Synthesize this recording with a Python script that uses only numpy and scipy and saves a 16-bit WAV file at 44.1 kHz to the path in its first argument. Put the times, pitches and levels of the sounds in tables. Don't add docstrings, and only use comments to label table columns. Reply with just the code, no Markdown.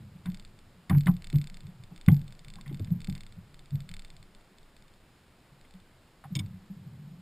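import sys
import numpy as np
from scipy import signal
from scipy.fft import rfft, irfft, next_fast_len
from scipy.io import wavfile
from scipy.ndimage import uniform_filter1d

SR = 44100
rng = np.random.default_rng(int(sys.argv[2]) if len(sys.argv) > 2 else 0)


def generate_wav(sig):
    pcm = np.round(np.clip(np.atleast_2d(sig).T, -1, 1) * 32767).astype(np.int16)
    wavfile.write(sys.argv[1], SR, pcm)


def gain_from_decibels(decibels):
    exponent = np.asarray(decibels, float) / 20
    return 10 ** exponent


N = 317961
TIME = np.arange(N) / SR
SWAY_HZ = 18.5

# start in seconds, level in dB, centre of the boom in Hz,
# lowest mode in dB, rise in seconds.
FOOTFALLS = [(0.138, -41, 162.5, -17, 0.023), (0.256, -22.5, 171.5, -18, 0.035),
             (0.895, -16.5, 178, -6.5, 0.02), (0.926, -10.5, 144.3, -22, 0.051),
             (1.061, -10, 166, -25.5, 0.035), (1.328, -12, 134.6, -26, 0.036), (1.626, -38, 147, -5, 0.029),
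             (1.674, -35, 165, -29, 0.019), (1.787, -45.5, 152, -2.5, 0.017),
             (1.908, -37, 164.7, -21, 0.017), (2.078, -5, 160.5, -6.5, 0.0059),
             (2.112, -7.5, 150.4, -11, .018), (2.468, -43, 129, -9, 0.015), (2.554, -45, 180, -17, 0.023),
             (2.661, -31.5, 146, -17, 0.034), (2.72, -31.5, 144, -19, 0.019), (2.797, -35, 125, 9.5, 0.024),
             (2.842, -33, 130, 0.5, 0.016), (2.901, -14.5, 165, -16, 0.021), (3.08, -23, 168, -8.5, 0.011),
             (3.106, -30, 147, -17, .02), (3.362, -39, 173, -5.5, 0.026), (3.714, -21, 135, -14, 0.037),
             (3.796, -39, 149, -26, .025), (3.897, -41, 171, -4, 0.02), (4.125, -48.5, 150, -20, 0.0168),
             (4.189, -51, 137, -0.5, 0.016), (5.506, -49.5, 137, -17, .025), (5.737, -42.5, 181, -35, .02),
             (6.247, -39, 150, -30, 0.013), (6.306, -26.5, 162.6, -18, .022),
             (6.344, -22.5, 148, -16, .024), (6.394, -29.5, 158, 1.5, 0.0127),
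             (6.435, -38, 125, -5, 0.0128), (6.495, -41, 139, -18, 0.014),
             (6.53, -39.5, 169.5, -1.5, 0.015), (6.699, -33, 185, -31, 0.015)]
# frequency in Hz, level in dB.
DECK_MODES = [(97, 1.5), (125, -4), (143, 2.5), (158, -14.5), (178, 3.5), (198, 0.5), (250, -14)]


def curve(rows):
    return np.interp(TIME, *np.transpose(rows))


def shape(x, gain_at):
    size = next_fast_len(x.shape[-1])
    hz = np.maximum(np.fft.rfftfreq(size, 1 / SR), 1)
    return irfft(rfft(x, size) * gain_at(hz), size)[..., :N]


def unit(x):
    return x / np.sqrt(np.mean(x ** 2))


def band(x, hz, width_hz):
    return signal.lfilter(*signal.iirpeak(hz, hz / width_hz, SR), x)


def walk(rate_hz):
    k = int(SR / rate_hz)
    return unit(uniform_filter1d(uniform_filter1d(rng.standard_normal(N), k), k))


def add(out, s, x):
    i = int(s * SR)
    out[i:i + len(x)] += x[:N - i]


def after(times_s, levels_db, rise_s, t60_s):
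    kicks, t = np.zeros(N), TIME[:SR // 2]
    np.add.at(kicks, (np.array(times_s) * SR).astype(int), gain_from_decibels(np.array(levels_db)) ** 2)
    swell = np.minimum(t / rise_s, 1) * gain_from_decibels(-60 * t / t60_s)
    power = signal.fftconvolve(kicks, swell ** 2)[:N]
    return np.sqrt(np.abs(power))


def air():
    # frequency in Hz, density in dB per Hz (relative).
    spectrum = [(12, -54), (20, -4.5), (34, -7), (49, -8.5), (192, -10.5), (323, -17), (355, -14),
                (390, -17.5), (439, -18.5), (1530, -24), (5600, -30.5), (7280, -41), (12300, -120)]
    rms_db = -60
    hz, db = np.transpose(spectrum)
    steady = shape(rng.standard_normal(N), lambda f: gain_from_decibels(np.interp(np.log(f), np.log(hz), db)))
    return gain_from_decibels(rms_db) * unit(steady)


def strokes():
    # time in seconds, level in dB, ring of the lid in dB.
    lone_ticks = [(0.2582, -47, 0), (0.3, -53, -4), (0.3183, -50, -7), (0.589, -52.5, -6),
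                  (0.8966, -39.5, -1), (0.972, -55, -5), (0.983, -43.5, -21), (1.139, -54, -8),
                  (1.2213, -45, -18), (1.8366, -48.5, -5.5), (1.9774, -49, -13), (2.4826, -45.5, -7),
                  (2.5373, -47, -5), (2.6779, -47, -5.5), (2.7267, -53, -4), (2.9044, -55, -5),
                  (3.004, -47, -5.5), (3.0167, -46, -7.5), (3.82, -59, -9.5), (3.8903, -43, -4.5),
                  (4.0806, -61, -1), (3.9143, -43, -15), (5.612, -55.5, -29), (5.7084, -54.5, -7),
                  (5.738, -54, -5), (5.7995, -61, -1.5), (6.4613, -55, -5)]
    # first and last tick in seconds, first and last level in dB,
    # return stroke in dB relative to its tick.
    rattles = [(.3446, 0.449, -44.5, -47.5, -6.5), (1.0076, 1.059, -42.5, -42, -9),
               (1.114, 1.166, -54, -49, -26), (1.243, 1.4714, -41.5, -43, 1),
               (1.5428, 1.668, -45.5, -52.5, -1.5), (1.961, 2.0626, -48.5, -44, -14),
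               (2.1163, 2.215, -47, -51, -1), (2.2789, 2.3235, -48.5, -48.5, -7),
               (2.392, 2.6107, -49.5, -45.5, -19), (2.7446, 2.8457, -46.5, -48, -9),
               (3.0447, 3.151, -41, -42.5, -1), (3.2068, 3.323, -43.5, -51.5, -4),
               (3.5427, 3.592, -50, -48.5, -29), (3.6574, 3.804, -54.5, -46, -20),
               (3.939, 4.102, -40.5, -48, -2), (4.1655, 4.2273, -51, -52, -24),
               (4.3486, 4.4093, -52, -61, -20), (4.5837, 4.6295, -52.5, -59, -24),
               (4.7654, 4.938, -54, -60, -22)]
    return_delay_s, return_fade = 0.0272, 2.8
    strike_lid_db, return_lid_db = -5, -11.5
    rows = list(lone_ticks)
    for first_s, last_s, first_db, last_db, return_db in rattles:
        for share in np.linspace(0, 1, round((last_s - first_s) * SWAY_HZ) + 1):
            s = first_s + share * (last_s - first_s)
            db = first_db + share * (last_db - first_db)
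            fade_db = return_fade * (db - max(first_db, last_db))
            rows.append((s, db, strike_lid_db))
            rows.append((s + return_delay_s, db + return_db + fade_db, return_lid_db))
    return rows


def sway():
    per_tick_db, rest_db = 1.5, -71.5
    rise_s, t60_s = 0.0074, 0.32
    phase = 2 * np.pi * np.cumsum(SWAY_HZ * (1 + 0.036 * walk(4.8))) / SR
    s, db = np.transpose(strokes())[:2]
    size = after(s, db + per_tick_db, rise_s, t60_s) + gain_from_decibels(rest_db)
    return size * np.sqrt(2) * (np.sin(phase) + gain_from_decibels(-18.0) * np.sin(2 * phase))


def ticks():
    # frequency in Hz, level in dB, t60 in seconds, signed size of the first swing.
    housing = [(1500, -4.5, 0.0042, 1), (2200, 1, 0.0063, -0.97), (2700, -4.5, 0.018, 0.4),
               (3005, -3, 0.011, 0.58), (4236, -2.5, 0.011, 0.95), (4740, 1, 0.0063, -1.16),
               (5170, -2, 0.0062, -1)]
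    lid_hz, lid_t60_s, lid_rise_s = 3580, 0.015, 0.00089
    scatter_db, detune_share, contact_s = 2.0, 0.012, 0.00085
    damped_below_db = -8
    strokes_all = strokes()
    out, t = np.zeros(N), TIME[:SR // 30]
    hz, mode_db, t60_s, sign = np.transpose(housing)[:, :, None]
    chance = rng.standard_normal((len(strokes_all), 2, len(housing), 1))
    contact = np.sin(np.pi / 2 * np.minimum(t / contact_s, 1)) ** 2
    lid = (1 - np.exp(-t / lid_rise_s)) * gain_from_decibels(-60 * t / lid_t60_s) * np.sin(2 * np.pi * lid_hz * t)
    for (s, db, lid_db), (detune, scatter) in zip(strokes_all, chance):
        decay = gain_from_decibels(mode_db + scatter_db * scatter - 60 * t / t60_s)
        walls = sign * decay * np.sin(2 * np.pi * hz * (1 + detune_share * detune) * t)
        tick = gain_from_decibels(db + 4.0) * contact * (walls.sum(axis=0) + gain_from_decibels(lid_db + 7.5) * lid)
        if lid_db < damped_below_db:
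            add(out, s, -tick)
            continue
        add(out, s, tick)
        bounce_delay_s = 0.0064 * gain_from_decibels(-0.4 * (db + 44.5))
        bounce_db = -8 + 0.75 * (db + 37.5)
        add(out, s + bounce_delay_s, tick * gain_from_decibels(bounce_db))
    return out


def snaps():
    # start in seconds, peak in dB, rattle length in seconds.
    snap_events = [(6.3519, -24, 0.017), (6.3902, -27.5, 0.0081)]
    # frequency in Hz, width in Hz, level in dB.
    latch = [(2210, 55, 9.5), (2850, 300, -3), (3150, 390, 6), (3223, 89, -1.5), (3550, 85, 9),
             (5140, 340, 7)]
    out, t = np.zeros(N), TIME[:SR // 10]
    chance = rng.standard_normal((len(snap_events), len(t)))
    for (s, db, rattle_s), noise in zip(snap_events, chance):
        burst = noise * (np.exp(-t / 0.0055) + gain_from_decibels(-17) * (t < rattle_s))
        ring = np.zeros(len(t))
        for hz, width_hz, mode_db in latch:
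            mode = band(band(burst, hz, width_hz), hz, 4 * width_hz)
            ring += gain_from_decibels(mode_db) * mode / np.sqrt(width_hz)
        add(out, s, gain_from_decibels(db) * ring / np.abs(ring).max())
    return out


def knocks():
    # start in seconds, level in dB, brightest panel in Hz, panels under 500 Hz in dB,
    # t60 at 1 kHz in seconds (at least 0.01 is used).
    blows = [(0.256, -39, 1530, -8.5, 0.12), (0.8958, -23.5, 1810, -7, 0.053),
             (.904, -29.5, 1020, -1, 0.074), (0.926, -40, 1500, 10.5, 0.077), (.947, -35, 1500, -8, 0.065),
             (1.0687, -19, 1760, -7.5, 0.053), (1.079, -29.5, 950, -22, 0.077), (1.331, -56, 800, 21.5, .1),
             (1.339, -39, 2300, -7.5, 0.083), (1.914, -57, 800, 9.5, 0.071),
             (2.0841, -9.5, 2030, -6, 0.022), (2.087, -43.5, 800, 1, 0.16), (2.098, -32, 2310, -2, 0.039),
             (2.561, -54.5, 800, -13, .06), (2.584, -52, 1200, -6, 0.091), (2.659, -43, 2010, -27, 0.15),
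             (2.693, -42, 2370, -20, 0.084), (2.711, -57, 800, 22.5, 0.041), (2.798, -46, 900, 17.5, 0.026),
             (2.87, -43, 2200, -21, 0.056), (2.901, -63, 800, 15, 0.066), (3.08, -54.5, 800, 18, 0.058),
             (3.16, -42.5, 2010, -19, 0.076), (5.648, -44, 2300, -7, .03), (6.239, -41.5, 1150, -12, 0.067),
             (6.250, -42, 860, -20, 0.031), (6.356, -46.5, 1210, 12.5, 0.081),
             (6.395, -50.5, 1200, -3, 0.11)]
    # frequency in Hz, width in Hz, level in dB.
    hull = [(254, 29, 5), (292, 42.6, 4.5), (513, 97, -4), (732, 75, 4), (800, 64, 10), (1060, 220, 10),
            (1200, 420, 2), (1500, 255, 4), (1813, 320, 3.5), (2040, 220, -1), (2730, 260, -5),
            (3180, 130, 1.5), (3900, 340, -19), (4840, 1700, 4)]
    out, t = np.zeros(N), TIME[:SR // 7]
    chance = rng.standard_normal((len(blows), len(t)))
    for (s, db, centre_hz, low_db, t60_s), noise in zip(blows, chance):
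        for hz, width_hz, panel_db in hull:
            decay = gain_from_decibels(-60 * t / max(t60_s, 0.01) * (hz / 1000) ** 0.67)
            burst = noise * np.minimum(t / 0.001, 1) * decay
            burst[0] = 6.7 * 300 / hz
            share_db = low_db if hz < 500 else -16 * abs(np.log2(hz / centre_hz))
            gain = gain_from_decibels(db - 5.5 + panel_db + share_db) * np.sqrt(SR / width_hz / 10)
            add(out, s, gain * band(band(burst, hz, width_hz), hz, 3 * width_hz))
    return out


def hum():
    # time in seconds, level in dB.
    shaking = [(0.0, -41), (0.18, -58.5), (1.5, -55.5), (2.4, -62.5), (2.9, -47), (3.2, -56.5),
               (4.0, -66.5), (4.42, -79), (6.1, -82), (6.43, -38.5), (6.57, -60), (6.75, -45.5),
               (6.89, -41.5), (7.09, -48), (7.21, -56)]
    # time in seconds, gain in dB.
    deep_share = [(0.0, 4.5), (.5, 2.5), (6.45, -2), (6.7, -3), (7.21, -17)]
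    shudder_db, shudder_rise_s, shudder_t60_s = -20, 0.023, 0.39
    modes = []
    for hz, db in DECK_MODES[:-1]:
        level = gain_from_decibels(db + 4.86 * walk(4.9))
        modes.append(level * unit(band(band(rng.standard_normal(N), hz, 29.0), hz, 41.0)))
    s, db = np.transpose(FOOTFALLS)[:2]
    level = gain_from_decibels(curve(shaking)) + after(s, db + shudder_db, shudder_rise_s, shudder_t60_s)
    return level * unit(gain_from_decibels(curve(deep_share)) * sum(modes[:2]) + sum(modes[2:]))


def lurch():
    from_hz, to_hz, glide_s, t60_s = 45, 22, 0.035, 0.7
    out, t = np.zeros(N), TIME[:SR // 2]
    hz = to_hz + (from_hz - to_hz) * np.exp(-t / glide_s)
    swing = np.sin(2 * np.pi * np.cumsum(hz) / SR) * gain_from_decibels(-60 * t / t60_s)
    for s, db, _, _, rise_s in FOOTFALLS:
        add(out, s, gain_from_decibels(db - 19) * (rise_s / 0.06) ** 1.1 * swing)
    return out


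def steps():
    t60_at_150hz_s, lag_cycles = 0.2, 0.854
    detune_share, phase_spread_rad = 0.022, 0.25
    out, t = np.zeros(N), TIME[:SR // 3]
    hz, mode_db = np.transpose(DECK_MODES)[:, :, None]
    chance = rng.standard_normal((len(FOOTFALLS), 2, len(DECK_MODES), 1))
    for (s, db, centre_hz, low_db, rise_s), (detune, turn) in zip(FOOTFALLS, chance):
        octaves_off = np.minimum(np.abs(np.log2(hz / centre_hz)), 0.45)
        upper = gain_from_decibels(mode_db - 71.0 * octaves_off)[1:]
        gains = np.vstack([[gain_from_decibels(low_db)], upper / upper.sum()])
        swell = np.minimum(t * hz / lag_cycles, 1) * gain_from_decibels(-7 * np.maximum(1 - t / rise_s, 0))
        ring = gain_from_decibels(-60 * np.maximum(t - rise_s, 0) / t60_at_150hz_s * (hz / 150) ** 0.5)
        phase = 2 * np.pi * hz * (1 + detune_share * detune) * (t - rise_s)
        waves = np.cos(phase + phase_spread_rad * turn)
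        add(out, s, gain_from_decibels(db) * (swell * gains * ring * waves).sum(axis=0))
    return out


def scene():
    boom = shape(steps(), lambda f: 1 / (1 + (65 / f) ** 4))
    mono = boom + hum() + sway() + lurch() + ticks() + knocks() + snaps() + air()
    return np.tile(mono, (2, 1))


def low_pass(x):
    return signal.sosfilt(signal.butter(12, 16500, fs=SR, output="sos"), x)


def record(dry):
    hold_hz, guard_hz, top_hz = 12000, 5230, 15150
    hiss_db, hiss_side_db = -79, -71
    mid, side = rng.standard_normal((2, N))
    dry = dry + gain_from_decibels(hiss_side_db) * band(side, 1500.0, 6300.0) * np.array([[1], [-1]])
    guarded = signal.sosfilt(signal.cheby1(6, 0.5, guard_hz, fs=SR, output="sos"), dry)
    mirrored = guarded * (1 + 2 * np.cos(2 * np.pi * hold_hz * TIME))
    held = shape(mirrored, lambda f: np.sinc(f / hold_hz)) + gain_from_decibels(hiss_db) * mid
    finished = shape(held, lambda f: 1 / (1 + (f / top_hz) ** 64))
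    return low_pass(finished)


dry = scene()
out = record(dry)
generate_wav(out)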